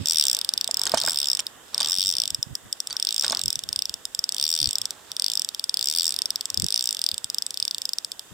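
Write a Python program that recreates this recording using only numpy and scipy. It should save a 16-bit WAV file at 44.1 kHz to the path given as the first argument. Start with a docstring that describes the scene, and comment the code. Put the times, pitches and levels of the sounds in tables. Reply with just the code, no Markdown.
"""Fly reel beside open water

Close on the reel, with a phone's two microphones. Line pays out in surges: a sprung pawl snaps over
the sixteen notches of the spool, which beams the clicks in lobes as it turns. Just as near, fingers
knock and rub on rod and reel and gusts thump the microphone ports. Water murmurs far behind."""
import sys
import numpy as np
from scipy import signal
from scipy.fft import rfft, irfft, next_fast_len
from scipy.io import wavfile
from scipy.ndimage import uniform_filter1d

SR = 44100
rng = np.random.default_rng(int(sys.argv[2]) if len(sys.argv) > 2 else 0)


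def to_wav(s):
    """Save 16-bit WAV."""
    ch = np.atleast_2d(s).T  # columns
    pcm = np.round(np.clip(ch, -1, 1) * 32767)  # PCM
    wavfile.write(sys.argv[1], SR, pcm.astype(np.int16))


N = 367353

# turning of the spool, one table for each pull between two stops: (notches passed [count], time [s])
SPOOL_PULLS = [
    [(0, 0.0578), (2, 0.0848), (4, 0.109), (18, 0.298), (23, 0.3888), (25, 0.4467), (27, 0.5372),
     (31, 0.6763), (32, 0.7115), (42, 0.9447), (44, 1.0009), (45, 1.0203), (52, 1.1068), (60, 1.2155),
     (67, 1.3152), (70, 1.371), (71, 1.4032), (72, 1.467)],
    [(73, 1.7451), (75, 1.8083), (78, 1.8592), (80, 1.8854), (82, 1.9084), (98, 2.0801), (102, 2.1246),
     (109, 2.2363), (112, 2.304), (113, 2.3461), (114, 2.4279)],
    [(115, 2.5527)],
    [(116, 2.7269), (119, 2.9274), (120, 2.9667), (128, 3.1436), (129, 3.1627), (137, 3.2801),
     (139, 3.3211), (140, 3.3483), (141, 3.3713), (147, 3.5037), (151, 3.6369), (152, 3.6895),
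     (153, 3.7286), (158, 3.8945), (159, 3.9406)],
    [(160, 4.0531), (161, 4.1482), (162, 4.1911), (164, 4.2913), (165, 4.3223), (170, 4.4123),
     (188, 4.6427), (196, 4.8158), (197, 4.8549), (198, 4.9068)],
    [(199, 5.1168), (200, 5.1659), (201, 5.1968), (212, 5.4187), (214, 5.4889), (215, 5.5468),
     (217, 5.6408), (219, 5.7419), (220, 5.7711), (223, 5.827), (242, 6.0667), (249, 6.1886), (251, 6.2569),
     (254, 6.4094), (255, 6.4555), (257, 6.5432), (259, 6.5983), (266, 6.7424), (280, 6.9918),
     (281, 7.0161), (286, 7.1424), (287, 7.1796), (288, 7.2434), (292, 7.4222), (294, 7.5064),
     (301, 7.7105), (302, 7.7461), (305, 7.854), (308, 7.9844), (311, 8.194)],
]
# resonances heard in each click, from reel and microphone ports together:
# (pitch [Hz], t60 [s], level [dB], left minus right [dB])
CLICK_RESONANCES = [(2916, 0.0062, -25.5, 2), (3558, 0.0064, -11.5, -15), (4800, 0.0032, -5.5, 7),
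                    (5400, 0.0056, -4.5, 2), (6670, 0.0023, -24.5, -16), (7697, 0.0042, -6.5, -1.5),
                    (8496, 0.0045, -9, -2)]
# sway in pitch of each resonance, twice a turn: (depth [share of pitch], phase [turns])
PITCH_SWAY = [(0, 0), (0, 0), (.015, .3), (.015, .68), (0, 0), (.01, .5), (.01, .3)]
# the clicks as the hand holds the reel: (time [s], level [dB], treble gain [dB],
# third resonance gain [dB], fourth resonance pitch [Hz], fourth resonance t60 [s])
HAND_HOLD = [(0, 1.5, -3.5, 3, 5540, 0.0043), (.2, 6, 0, -6.5, 5440, .005),
             (.5, 3.5, -1.5, -1.5, 5370, 0.0042), (1, 1, -1, -3.5, 5250, 0.006),
             (1.35, 2, -3, -3, 5410, 0.0063), (2, 2, -3.5, -3.5, 5400, 0.0054),
             (2.6, 2, -3, -3, 5440, 0.0058), (3.3, 2, -3, -4, 5390, 0.0051), (4, 1, -2, -3, 5360, .0046),
             (4.6, 1.5, -2.5, 0.5, 5470, 0.005), (6, 1, -.5, 1, 5400, .0042),
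             (6.5, 1, -0.5, -1, 5450, 0.0045), (7, 1, -1.5, -0.5, 5390, 0.0039),
             (7.6, 0, -1.5, 0, 5380, 0.004), (8.3, -0.5, -4.5, -1, 5290, 0.0047)]
# snap of the pawl above the resonances: (t60 [s], level [dB], spectrum as (frequency [Hz], level [dB]))
SNAP_BANDS = [(0.01, -28, [(8500, -15), (9600, -1), (11500, 0), (12200, -12), (13000, -37)]),
              (0.0061, -25, [(11500, -25.5), (12600, -8), (14500, -2.5), (15400, -1.5), (16500, -28)])]
# lobes in the level of each resonance, then each snap band, as the spool turns:
# (gain [dB], then depth [0-1] and phase [turns] for one, two and three lobes a turn)
SPOOL_LOBES = [(-1, 0.35, 0.77, 0.031, 0.089, .05, .89), (-3.5, 0.24, 0.74, 0.024, 0.38, .02, 0.58),
               (2, 0.4, 0.7, 0.42, 0.42, .12, 0.62), (2, 0.081, 0.12, 0.48, .32, 0.057, 0.088),
               (3.5, 0.15, 0.21, 0.15, 0.24, .5, 0.91), (-1.5, 0.62, 0.097, 0.1, 0.64, 0.2, 0.94),
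               (1, 0.18, 0.6, 0.44, 0.28, 0.28, 0.91), (0, 0.25, 0.46, 0.12, 0.59, 0.11, 0.96),
               (4, 0.17, .03, .26, 0.3, 0.12, 0.34)]
# rattle of line and bearing: (frequency [Hz], level [dB])
WHIRR_SPECTRUM = [(1500, -23), (2600, 0.5), (3200, -1), (3550, 3), (4100, -3.5), (5200, 2.5), (6500, -17),
                  (8000, 0.5), (10000, -27), (15500, -25)]
# something hard ticks on the reel: (time [s], level [dB], pitch [Hz], t60 [s])
REEL_TICKS = [(0.8676, -8.5, 4420, 0.013), (0.972, -17, 5260, 0.011), (0.9786, -14, 6170, 0.028),
              (0.982, -12.5, 5880, 0.021), (0.9866, -19, 3250, 0.025), (0.9917, -19, 5230, 0.02),
              (1.015, -9.5, 5060, 0.014), (1.3923, -11.5, 7270, 0.016), (1.3961, -10, 5350, 0.016),
              (1.7945, -23, 3580, 0.022), (1.8035, -7, 3540, 0.018), (1.8182, -12, 4700, 0.029),
              (1.8484, -11.5, 5340, 0.014), (2.9004, -25, 4800, 0.015), (2.9068, -18.5, 4620, 0.041),
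              (3.24, -21, 3700, 0.018), (3.246, -4, 4800, 0.0067), (3.3075, -14, 6960, 0.021),
              (3.326, -14, 3510, 0.017), (3.487, -32, 5350, 0.013), (6.756, -21, 7000, 0.008),
              (7.9563, -40, 5160, 0.017)]
# knocks on the rod grip: (time [s], level [dB], pitch struck hardest [Hz])
GRIP_KNOCKS = [(.107, -46, 920), (.25, -40, 581), (.376, -41.5, 1140), (0.539, -41, 414), (.69, -28, 640),
               (.815, -31.5, 1260), (.868, -23, 1720), (.939, -9.5, 656), (.972, -23, 1200),
               (1.041, -27.5, 678), (1.0775, -17, 1500), (1.391, -31, 1420), (1.769, -47, 1070),
               (1.808, -24, 1220), (1.928, -33.5, 1830), (2.238, -39, 549), (2.903, -35, 1780),
               (2.956, -37, 1470), (2.995, -40, 1480), (3.242, -21.5, 1520), (3.307, -25.5, 480),
               (3.3263, -19.5, 1150)]
# modes of the grip: (pitch [Hz], level [dB], t60 [s])
GRIP_MODES = [(150, -6, .05), (245, 5.5, 0.038), (660, 4.5, 0.026), (893, 5.5, 0.021), (1080, 2, 0.022),
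              (1537, 6, 0.012), (1865, -0.5, 0.018)]
# sleeve and fingers rubbing, one table a stroke: (time [s], level [dB])
RUB_STROKES = [
    [(0.76, -48), (0.938, -40), (1.16, -46)],
    [(1.37, -56), (1.43, -51)],
    [(1.73, -44), (1.91, -44)],
    [(2.88, -55), (2.95, -44)],
    [(3.23, -40.5), (3.41, -44.5)],
    [(4.75, -52), (5.11, -53.5)],
    [(6.25, -49.5), (6.55, -58)],
]
# friction of cloth and skin: (frequency [Hz], level [dB])
RUB_SPECTRUM = [(150, -3.5), (500, -3.5), (1200, 2), (2300, -7.5), (3500, -3.5), (4100, -2), (5000, -9.5),
                (8000, -7), (10000, -21), (16000, -33)]
# sound scattered back by hands and water: (frequency [Hz], level [dB])
ECHO_SPECTRUM = [(300, -27), (2000, 11), (3150, 5), (3520, 12.5), (4000, 0.5), (8000, 3.5), (10000, -4),
                 (16000, -21)]
# strongest eddies: (time [s], level on the port struck harder [dB], left minus right [dB], length [s])
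STRONG_EDDIES = [(0.006, -27, -13, 0.041), (2.471, -37.5, -12, 0.0085), (2.516, -35, -7, 0.032),
                 (2.66, -46, 0, 0.034), (3.461, -36, -12, 0.033), (3.489, -44, -20, 0.0091),
                 (3.7, -39, -20, 0.011), (4.192, -43, 14, 0.0085), (4.635, -39, -5, 0.039),
                 (4.676, -31, 18, 0.016), (4.82, -51, -4, 0.034), (6.53, -44.5, 18, 0.016),
                 (6.591, -30.5, 16, 0.025), (6.64, -26.5, -3.5, 0.024), (7.139, -42.5, -18, 0.021),
                 (7.249, -44, 18, 0.01), (7.629, -49, -40, 0.015), (8.32, -39, 26, 0.013)]
# spells of breeze that shed weak eddies: (start [s], end [s], level [dB])
BREEZE_SPELLS = [(2.0, 2.43, -46), (3.54, 3.78, -47), (3.9, 4.02, -48)]
# wind rumble on the ports: (frequency [Hz], level [dB])
WIND_SPECTRUM = [(20, -8), (45, -1), (100, -1.5), (250, -5.5), (400, -17), (800, -33), (2000, -70)]
# murmur of the distant water: (time [s], level [dB])
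WATER_LEVEL = [(0.0, -51), (1.09, -50.5), (2.32, -54), (6.03, -53.5), (8.33, -55)]
# colour of that murmur: (frequency [Hz], level [dB])
WATER_SPECTRUM = [(18, -30), (30, 2.5), (100, -3), (350, -1), (650, -0.5), (860, -2), (1500, -1.5),
                  (1900, -2), (2300, -14.5), (3200, -4), (6000, -42)]
# steady hiss on each microphone: (frequency [Hz], level [dB])
HISS_SPECTRUM = [(1500, -7.5), (2600, -46.5), (3600, 9), (4100, -15), (5500, -1), (7700, 7.5), (9200, -1),
                 (15000, -2.5), (16500, -18)]

NOTCHES_PER_TURN = 16


def pawl(scatter_db=2.0, detune=0.014, port_slip_turns=0.029, snap_alike=0.7):
    """Close up: each drop rings all resonances, neighbours in opposite sense, under a treble snap."""
    times = drop_times()
    angle = np.arange(len(times)) / NOTCHES_PER_TURN
    hold = [column[(times * SR).astype(int)] for column in curve(HAND_HOLD)]
    level_db, treble_db, third_db, fourth_hz, fourth_t60 = hold
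    beamed = [lobe_gain(row, angle) * undb(level_db + (k >= 4) * treble_db + (k == 2) * third_db)
              for k, row in enumerate(SPOOL_LOBES)]
    out = 0
    for k, (hz, t60, db, left_db) in enumerate(CLICK_RESONANCES):
        if k == 3:
            hz, t60 = fourth_hz, fourth_t60
        force, mistune, jitter, slip = rng.standard_normal((len(times), 4)).T
        gain = beamed[k] * undb(db + scatter_db * force)
        depth, sway_phase = PITCH_SWAY[k]
        pitch = hz * (1 + depth * np.cos(2 * np.pi * (2 * angle - sway_phase)) + detune * mistune)
        phase = 0.1 * jitter + k / 2
        rise = t60 / 9  # each ring swells briefly before dying, which softens the click
        ports = [ring(times, gain, pitch, t60, rise, phase + side * port_slip_turns * slip)
                 for side in (1, -1)]
        out += pan(np.array(ports), left_db)
    for k, (t60, db, spectrum) in enumerate(SNAP_BANDS, len(CLICK_RESONANCES)):
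        envelope = decays(times, beamed[k] * undb(db), t60, rise=0.00029)
        grit = blend(rng.standard_normal(N), rng.standard_normal((2, N)), snap_alike)
        out += pan(envelope * colour(grit, spectrum), left_db=-2.5)
    return out


def drop_times():
    """The pawl drops whenever the spool has turned by one more notch."""
    return np.concatenate([spline(notches, times, np.arange(notches[0], notches[-1] + 1))
                           for notches, times in map(np.transpose, SPOOL_PULLS)])


def lobe_gain(row, angle):
    """Gain towards the phone at each angle [turns] of the spool."""
    db, *lobes = row
    swing = sum(depth * np.cos(2 * np.pi * (count * angle - phase))
                for count, (depth, phase) in enumerate(np.reshape(lobes, (-1, 2)), 1))
    return undb(db) * np.abs(1 + swing)


def whirr(db=-46, speed_power=0.69, grain_db=3):
    """Line and bearing rattle louder the faster the spool turns."""
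    times = drop_times()
    midpoints = (times[1:] + times[:-1]) / 2
    speed = curve(np.c_[midpoints, 1 / np.diff(times) / 80])[0]  # 1 at eighty notches a second
    grains = rng.standard_normal((2, N)) * undb(grain_db * flicker(300))
    gain = undb(db + curve(HAND_HOLD)[0]) * speed ** speed_power
    return pan(colour(grains, WHIRR_SPECTRUM) * gain, left_db=-3)


def ticks(crack_db=-1, detune=0.096):
    """A hard touch on the reel rings one partial over a short crack of the click resonances."""
    times, db, hz, t60 = np.transpose(REEL_TICKS)
    partial = ring(times, undb(db), hz, t60, rise=0.0016, phase=rng.random(len(times)))
    out = pan(partial, left_db=-2.9)
    loudest_db = CLICK_RESONANCES[3][2]
    for ring_hz, ring_t60, ring_db, left_db in CLICK_RESONANCES:
        mistune, phase = rng.standard_normal((len(times), 2)).T
        gain = undb(db + crack_db + ring_db - loudest_db)
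        pitch = ring_hz * (1 + detune * mistune)
        out += pan(ring(times, gain, pitch, ring_t60, rise=0.0001, phase=phase), left_db)
    return out


def knocks(db_per_octave=12, scuff_db=-12, detune=0.015):
    """Fingers knock the grip, whose modes fall off away from the pitch struck hardest; skin scuffs."""
    times, db, centre_hz = np.transpose(GRIP_KNOCKS)
    scuffs = decays(times, undb(db + scuff_db), t60=0.08, rise=0.002)
    out = scuffs * colour(rng.standard_normal(N), RUB_SPECTRUM)
    for hz, mode_db, t60 in GRIP_MODES:
        gain = undb(db + mode_db - db_per_octave * np.abs(np.log2(hz / centre_hz)))
        pitch = hz * (1 + detune * rng.standard_normal(len(times)))
        out += ring(times, gain, pitch, t60, rise=0.00032)
    return pan(out, left_db=-6)


def rubs(grain_db=4):
    """Sleeve and fingers scrape in dense uneven grains, close by on the right."""
    t = np.arange(N) / SR
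    touching = sum((t >= stroke[0][0]) & (t <= stroke[-1][0]) for stroke in RUB_STROKES)
    gate = uniform_filter1d(touching.astype(float), size=600)
    gain = undb(curve(np.vstack(RUB_STROKES))[0]) * gate
    grains = rng.standard_normal(N) * undb(grain_db * flicker(250))
    return pan(colour(grains, RUB_SPECTRUM) * gain, left_db=-6)


def echo(x, lag_s, t60, db):
    """A nearby surface scatters sound back to the microphones, late and dying away."""
    size = int(t60 * SR)
    noise = colour(rng.standard_normal((2, N)), ECHO_SPECTRUM)[:, :size]
    tail = noise * undb(db - 60 * np.arange(size) / size)
    delayed = np.pad(tail, ((0, 0), (int(lag_s * SR), 0)))
    return signal.fftconvolve(x, delayed, axes=1)[:, :N]


def gusts(thump_hz=98, pitch_spread=0.2, rumble_db=-1):
    """Wind right on the ports: each eddy is a bell-shaped swell of thump and rumble, unlike on each."""
    t = np.arange(N) / SR
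    rumble = undb(rumble_db) * colour(rng.standard_normal((2, N)), WIND_SPECTRUM)
    out = np.zeros((2, N))
    for time, db, left_db, length in STRONG_EDDIES + weak_eddies():
        mistune, phase = rng.standard_normal((2, 2, 1))
        span = slice(max(int((time - 2 * length) * SR), 0), int((time + 2 * length) * SR))
        age = t[span] - time
        pitch = thump_hz * np.exp(pitch_spread * mistune)
        thump = np.sin(2 * np.pi * (pitch * age + phase))
        swell = np.exp(-2 * (age / length) ** 2)
        port_gain = undb(db + np.minimum([[left_db], [-left_db]], 0))
        out[:, span] += port_gain * swell * (thump + rumble[:, span])
    return out


def weak_eddies(per_second=22, scatter_db=3, side_db=9, length_s=0.015):
    """The breeze sheds eddies at uneven gaps; rows as in STRONG_EDDIES."""
    rows = []
    for start, end, db in BREEZE_SPELLS:
        times = np.arange(start, end, 1 / per_second)
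        jitter, force, side, stretch = rng.standard_normal((len(times), 4)).T
        rows += zip(times + 0.187 * jitter / per_second, db + scatter_db * force,
                    side_db * side, length_s * np.exp(0.38 * stretch))
    return rows


def water(alike=0.47, flicker_db=2, hiss_db=-53):
    """Open water murmurs far off, partly shared by the microphones, over a hiss of each one's own."""
    shared = rng.standard_normal(N) * undb(flicker_db * flicker(25))
    noise = blend(shared, rng.standard_normal((2, N)), alike)
    murmur = colour(noise, WATER_SPECTRUM) * undb(curve(WATER_LEVEL)[0])
    hiss = colour(rng.standard_normal((2, N)), HISS_SPECTRUM) * undb(hiss_db)
    return pan(murmur, left_db=-6) + pan(hiss, left_db=-1.7)


def ring(times, gain, hz, t60, rise, phase=0):
    """One dying sine for each blow, summed on one track; t60 and rise in seconds, phase in turns."""
    gain, hz, t60, rise, phase = (np.reshape(v, (-1, 1)) for v in (gain, hz, t60, rise, phase))
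    t = np.arange(int(SR * t60.max()) + 1) / SR
    envelope = gain * (1 - np.exp(-t / rise)) ** 2 * undb(-60 * t / t60)
    waves = envelope * np.sin(2 * np.pi * (hz * t + phase))
    samples = (times * SR).astype(int)[:, None] + np.arange(len(t))
    return np.bincount(samples.ravel(), waves.ravel(), N + SR)[:N]


def decays(times, gain, t60, rise):
    """The envelopes of the blows alone, with no tone."""
    return ring(times, gain, 0, t60, rise, phase=1 / 4)


def colour(x, spectrum):
    """Filters by (frequency [Hz], level [dB]) points, then scales to rms 1."""
    size = next_fast_len(N)
    hz, db = np.transpose(spectrum)
    bins_hz = np.maximum(np.arange(size // 2 + 1) * SR / size, 1)
    gain = undb(np.interp(np.log(bins_hz), np.log(hz), db))
    y = irfft(rfft(x, size) * gain, size)[..., :N]
    return y / np.sqrt(np.mean(y ** 2))


def flicker(rate_hz):
    """Random steps, smoothed twice."""
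    hold = int(SR / rate_hz)
    steps = np.repeat(rng.standard_normal(N // hold + 1), hold)
    return uniform_filter1d(uniform_filter1d(steps, hold), hold)[:N]


def spline(knots, values, at):
    """The smoothest curve through the points (natural cubic spline)."""
    def basis(x):
        return np.c_[np.abs(x[:, None] - knots) ** 3, x, np.ones_like(x)]
    straight_ends = np.c_[np.array([knots, np.ones_like(knots)]), np.zeros((2, 2))]
    weights = np.linalg.lstsq(np.r_[basis(knots), straight_ends], np.r_[values, 0, 0], rcond=None)[0]
    return basis(at) @ weights


def curve(rows):
    """Each value column of (time [s], values...) rows, at every sample."""
    times, *columns = np.transpose(rows)
    return [np.interp(np.arange(N) / SR, times, column) for column in columns]


def blend(shared, own, alike):
    """Mixes noise common to both microphones with each one's own."""
    return np.sqrt(alike) * shared + np.sqrt(1 - alike) * own


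def pan(x, left_db):
    """Stereo, with left_db as left minus right."""
    return x * undb([[left_db / 2], [-left_db / 2]])


def undb(db):
    return 10 ** (np.asarray(db) / 20)


def scene():
    """Reel and hands up close, wind on the ports, water far behind."""
    clicks = pawl()
    bounce = undb(-27) * np.roll(clicks, int(0.001116 * SR), axis=1)  # the pawl bounces once on its seat
    near = clicks + bounce + ticks() + knocks()
    off_hands = echo(near, lag_s=0.00091, t60=0.013, db=-29)  # hands and sleeve scatter first
    off_water = echo(near, lag_s=0.008, t60=0.075, db=-50.5)  # then the water below
    return near + off_hands + off_water + whirr() + rubs() + gusts() + water()


def record(dry, ceiling=0.97, top_hz=16600):
    """The phone rolls off the deep bass and highest treble, rounds the loudest peaks and cuts the top."""
    low_cut = signal.sosfilt(signal.butter(2, 60, "high", fs=SR, output="sos"), dry)
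    softened = signal.sosfilt(signal.butter(3, 16000, fs=SR, output="sos"), low_cut)
    rounded = ceiling * np.tanh(softened / ceiling)
    return signal.sosfilt(signal.ellip(8, 0.2, 70, top_hz, fs=SR, output="sos"), rounded)


dry = scene()
out = record(dry)
to_wav(out)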